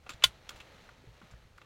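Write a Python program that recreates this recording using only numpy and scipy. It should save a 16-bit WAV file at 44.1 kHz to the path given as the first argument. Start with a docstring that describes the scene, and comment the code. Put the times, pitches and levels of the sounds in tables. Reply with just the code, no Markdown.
"""In a parked car, a seat belt is buckled: the tongue ticks against the slot, slides in, and the latch
snaps shut. The impact excites the damped modes of the steel, and absorption by the upholstery keeps
the reverberation short. Light ticks, cloth friction and padded bumps follow as someone shifts in
the seat, over a faint background noise."""
import sys
import numpy as np
from scipy import signal
from scipy.fft import rfft, irfft
from scipy.io import wavfile
from scipy.ndimage import uniform_filter1d

SR = 44100
rng = np.random.default_rng(int(sys.argv[2]) if len(sys.argv) > 2 else 0)


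def unload_audio(sound):
    """Save the sound as a 16-bit wav file, at the path given as the first command line argument."""
    columns = np.transpose(np.atleast_2d(sound))
    # keep every value between -1 and 1, then stretch to whole-number steps
    steps = np.round(np.clip(columns, -1, 1) * 32767)
    wavfile.write(sys.argv[1], SR, steps.astype(np.int16))


N = 72765
T = np.arange(N) / SR

# contacts as the latch trips, snaps and rebounds: t/s, relative level/dB
LATCH_CONTACTS = [(0.2376, -8.5), (0.238, -3.5), (0.2403, 0), (0.2414, -0.5), (.2462, -8), (.2518, -17)]
# modes of the steel buckle: f/Hz, relative level/dB, T60/s
BUCKLE_MODES = [(590, -30, .03), (1060, -25, .05), (1427, -26, .07), (2070, -28.5, .06),
                (2890, -21.5, 0.038), (3020, -13.5, 0.041), (3240, -11, 0.011), (3470, -9.5, 0.037),
                (3870, -20, 0.043), (4075, -26.5, 0.038), (4575, -23, 0.038), (5100, -25, 0.04),
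                (6880, -27, 0.032), (8160, -32.5, 0.043), (9700, -33, .042)]
# spectrum of the housing's crack: f/Hz, relative density/dB
CRACK_SPECTRUM = [(200, -26.5), (380, -29), (560, -1), (800, -15), (1100, -11), (1600, -5), (2400, 3),
                  (4200, 2), (6000, -5), (8000, -10.5), (12500, -13.5), (15500, -22)]
# spectrum of the cabin's diffuse field: f/Hz, relative density/dB
CABIN_SPECTRUM = [(300, -14.5), (800, -13), (1200, -3.5), (2000, -3.5), (3300, 5), (5000, -5), (10000, -9),
                  (15500, -20.5)]
# mode of the tongue, struck at the slot: t/s, f/Hz, level/dB, T60/s
TONGUE_MODE = (.103, 7330, -47, .062)
# light contacts of buckle, belt and trim:
# t/s, relative level/dB, peak f/Hz, fall below/(dB/octave), fall above/(dB/octave), T60/s
TICKS = [(0.0628, -42, 540, 8, 9, .06), (.0635, -50, 3000, 2, 20, 0.074),
         (0.092, -32.5, 3170, 2.5, 10, .05), (0.1023, -34.5, 3400, 1.5, 12, 0.059),
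         (.118, -45, 3200, 4, 12, 0.074), (0.1344, -43, 4500, 4, 18, .045), (0.2225, -32, 2400, 8, 17, .06),
         (.229, -35, 2400, 8, 18, .022), (.2371, -17, 3500, 10, 8, .012),
         (0.4911, -26, 3600, 3.5, 11, .024), (0.503, -42, 1350, 14, 7, .07), (.559, -51, 2600, 6, 8, 0.11),
         (0.6017, -40.5, 2200, 9, 12, 0.082), (0.8891, -43, 1410, 14, 12, 0.038),
         (1.141, -52, 900, 4, 7, 0.033), (1.215, -45, 950, 2, 10, 0.054), (1.310, -55, 5200, 14, 16, 0.067),
         (1.333, -53, 1500, 4, 12, 0.053), (1.578, -43.5, 1266, 13, 9.5, 0.042),
         (1.615, -44.5, 2700, 0.2, 15, 0.047)]
# resonances of the trim: f/Hz, bandwidth/Hz, gain/dB
TRIM_RESONANCES = [(1220, 90, 4), (1400, 70, 3), (2650, 140, -1), (3380, 160, 0), (7200, 500, 1)]
# blows on seat and floor: t/s, relative level/dB
BUMPS = [(.111, -54), (.142, -48), (.254, -42), (.271, -49), (.546, -53), (1.072, -51), (1.089, -50),
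         (1.322, -53), (1.339, -48), (1.452, -52)]
# modes of the seat: f/Hz, relative level/dB, T60/s
SEAT_MODES = [(55, -4.5, 0.24), (112, 1.5, 0.079), (155, -7, 0.042)]
# dull scuffs against the seat: t/s, level/dB, f/Hz, resonator bandwidth/Hz, T60/s
SCUFFS = [(.098, -53, 300, 110, .07), (.975, -61, 250, 35, .3), (1.037, -53, 350, 120, .06),
          (1.074, -53, 380, 160, .05), (1.228, -54, 170, 70, .11)]
# strength of the cloth's rubbing: t/s, relative level/dB
RUSTLE_ENVELOPE = [(0, -72.5), (.13, -61), (.21, -61.5), (.30, -60), (.39, -64.5), (.47, -61), (.55, -56.5),
                   (.65, -60.5), (.74, -59), (.85, -60.5), (.98, -66), (1.12, -65), (1.27, -63),
                   (1.40, -67.5), (1.52, -72), (1.65, -67)]
# spectrum of cloth friction: f/Hz, relative density/dB
CLOTH_SPECTRUM = [(150, 1), (300, -4), (600, 0), (1000, -6), (2000, -3.5), (4300, -10), (4900, -16),
                  (6300, -15.5), (8500, -25), (15500, -32)]
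# resonances of the rubbed seat: f/Hz, bandwidth/Hz, gain/dB
UPHOLSTERY_RESONANCES = [(505, 60, -1), (880, 78, -2), (1250, 130, -4), (4100, 400, -8)]
# spectrum of the background: f/Hz, relative density/dB
BACKGROUND_SPECTRUM = [(25, -4), (55, 0), (120, -4), (220, -15), (600, -21), (1400, -24), (3500, -30),
                       (6000, -34), (9000, -41), (15500, -45)]

SNAP_S, STEEL_GAIN_DB = .2388, 2.2   # the catch lets go and the steel rings
CRACK_DB, CRACK_RISE_S, CRACK_T60_S = -15.5, .00051, .02
CABIN_DB, CABIN_RISE_S, CABIN_T60_S = -28.5, .002, .09
TICK_RISE_S, SCUFF_RISE_S = .0008, .003
CLOTH_GRAIN_DB, BACKGROUND_DB = 1.5, -62
PADDING_CUTOFF_HZ, CUTOFF_HZ = 220, 16000


def latch():
    """Impact excitation: the snap rings the steel; each contact cracks in the housing and reverberates."""
    def envelope(rise, t60):   # incoherent contacts add in power
        return np.sqrt(sum((from_db(db) * burst(start, rise, t60)) ** 2 for start, db in LATCH_CONTACTS))
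    crack = from_db(CRACK_DB) * noise(CRACK_SPECTRUM) * envelope(CRACK_RISE_S, CRACK_T60_S)
    cabin = from_db(CABIN_DB) * noise(CABIN_SPECTRUM) * envelope(CABIN_RISE_S, CABIN_T60_S)
    steel = sum((-1) ** k * ring(SNAP_S, *mode) for k, mode in enumerate(BUCKLE_MODES))
    return from_db(STEEL_GAIN_DB) * steel + crack + cabin


def tongue():
    """Free vibration: the steel tongue pings in one mode as it meets the slot."""
    return ring(*TONGUE_MODE)


def ticks():
    """Brief contacts radiate broadband transients, which resonance in the trim colours."""
    contacts = 0
    hz = np.geomspace(250, 16000, 25)
    for start, db, peak_hz, fall_below, fall_above, t60 in TICKS:
        octaves = np.log2(hz / peak_hz)
        spectrum = np.c_[hz, np.minimum(fall_below * octaves, -fall_above * octaves)]
        contacts += from_db(db) * noise(spectrum) * burst(start, TICK_RISE_S, t60)
    return .5 * coloured(contacts, TRIM_RESONANCES)


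def bumps():
    """Modal superposition: each blow rings every seat mode, and the padding acts as a low-pass filter."""
    seat = 0
    for start, blow_db in BUMPS:
        for hz, mode_db, t60 in SEAT_MODES:
            scatter_db = 1.5 * rng.standard_normal()
            seat += ring(start, hz, blow_db + mode_db + scatter_db, t60)
    padding = signal.butter(2, PADDING_CUTOFF_HZ, fs=SR, output="sos")
    return signal.sosfilt(padding, seat)


def scuffs():
    """Forced vibration: the friction noise of each brief rub drives one low resonance."""
    rubs = 0
    for start, db, hz, width, t60 in SCUFFS:
        friction = rng.standard_normal(N)
        rub = resonance(resonance(friction, hz, width), hz, width)
        rubs += from_db(db) * rub / rub.std() * burst(start, SCUFF_RISE_S, t60)
    return rubs


def rustle():
    """Sliding friction: cloth drags over the seat in fine, uneven catches that modulate its noise."""
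    grain = uniform_filter1d(rng.standard_normal(N), size=150)
    rubbing_db = np.interp(T, *np.transpose(RUSTLE_ENVELOPE))
    friction = coloured(noise(CLOTH_SPECTRUM), UPHOLSTERY_RESONANCES)
    return friction * from_db(rubbing_db + CLOTH_GRAIN_DB * grain / grain.std())


def background():
    """Stationary noise, faint and strongest in the bass."""
    return from_db(BACKGROUND_DB) * noise(BACKGROUND_SPECTRUM)


def from_db(db):
    """Amplitude ratio of a level in decibels."""
    return 10 ** (np.asarray(db) / 20)


def noise(spectrum):
    """Spectral shaping of white noise by (f/Hz, level/dB) points, scaled to unit rms."""
    hz, db = np.transpose(spectrum)
    f = np.maximum(np.fft.rfftfreq(N, 1 / SR), 1)
    gain = from_db(np.interp(np.log(f), np.log(hz), db))
    bass_rolloff = np.minimum(f / hz[0], 1) ** 2
    shaped = irfft(rfft(rng.standard_normal(N)) * gain * bass_rolloff, N)
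    return shaped / shaped.std()


def burst(start, rise, t60):
    """Transient envelope: a quick rise and an exponential decay."""
    age = np.maximum(T - start, 0)
    return (1 - np.exp(-age / rise)) * from_db(-60 * age / t60)


def ring(start, hz, db, t60):
    """Damped harmonic oscillation of one mode."""
    age = np.maximum(T - start, 0)
    return from_db(db - 60 * age / t60) * np.sin(2 * np.pi * hz * age)


def resonance(x, hz, width):
    """Two-pole resonator with unit gain at its peak."""
    radius = np.exp(-np.pi * width / SR)
    numerator = np.array([1, 0, -1]) * (1 - radius ** 2) / 2
    denominator = [1, -2 * radius * np.cos(2 * np.pi * hz / SR), radius ** 2]
    return signal.lfilter(numerator, denominator, x)


def coloured(x, resonances):
    """Parallel resonators add their responses to the direct sound."""
    return x + sum(from_db(db) * resonance(x, hz, width) for hz, width, db in resonances)


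def scene():
    """Superposition of buckle, movement and background at one point."""
    movement = ticks() + rustle() + scuffs() + bumps()
    return (latch() + tongue() + movement + background())[None]


def record(dry):
    """Band limiting: an elliptic low-pass filter cuts the top steeply."""
    return signal.sosfilt(signal.ellip(12, .1, 85, CUTOFF_HZ, fs=SR, output="sos"), dry)


dry = scene()
out = record(dry)
unload_audio(out)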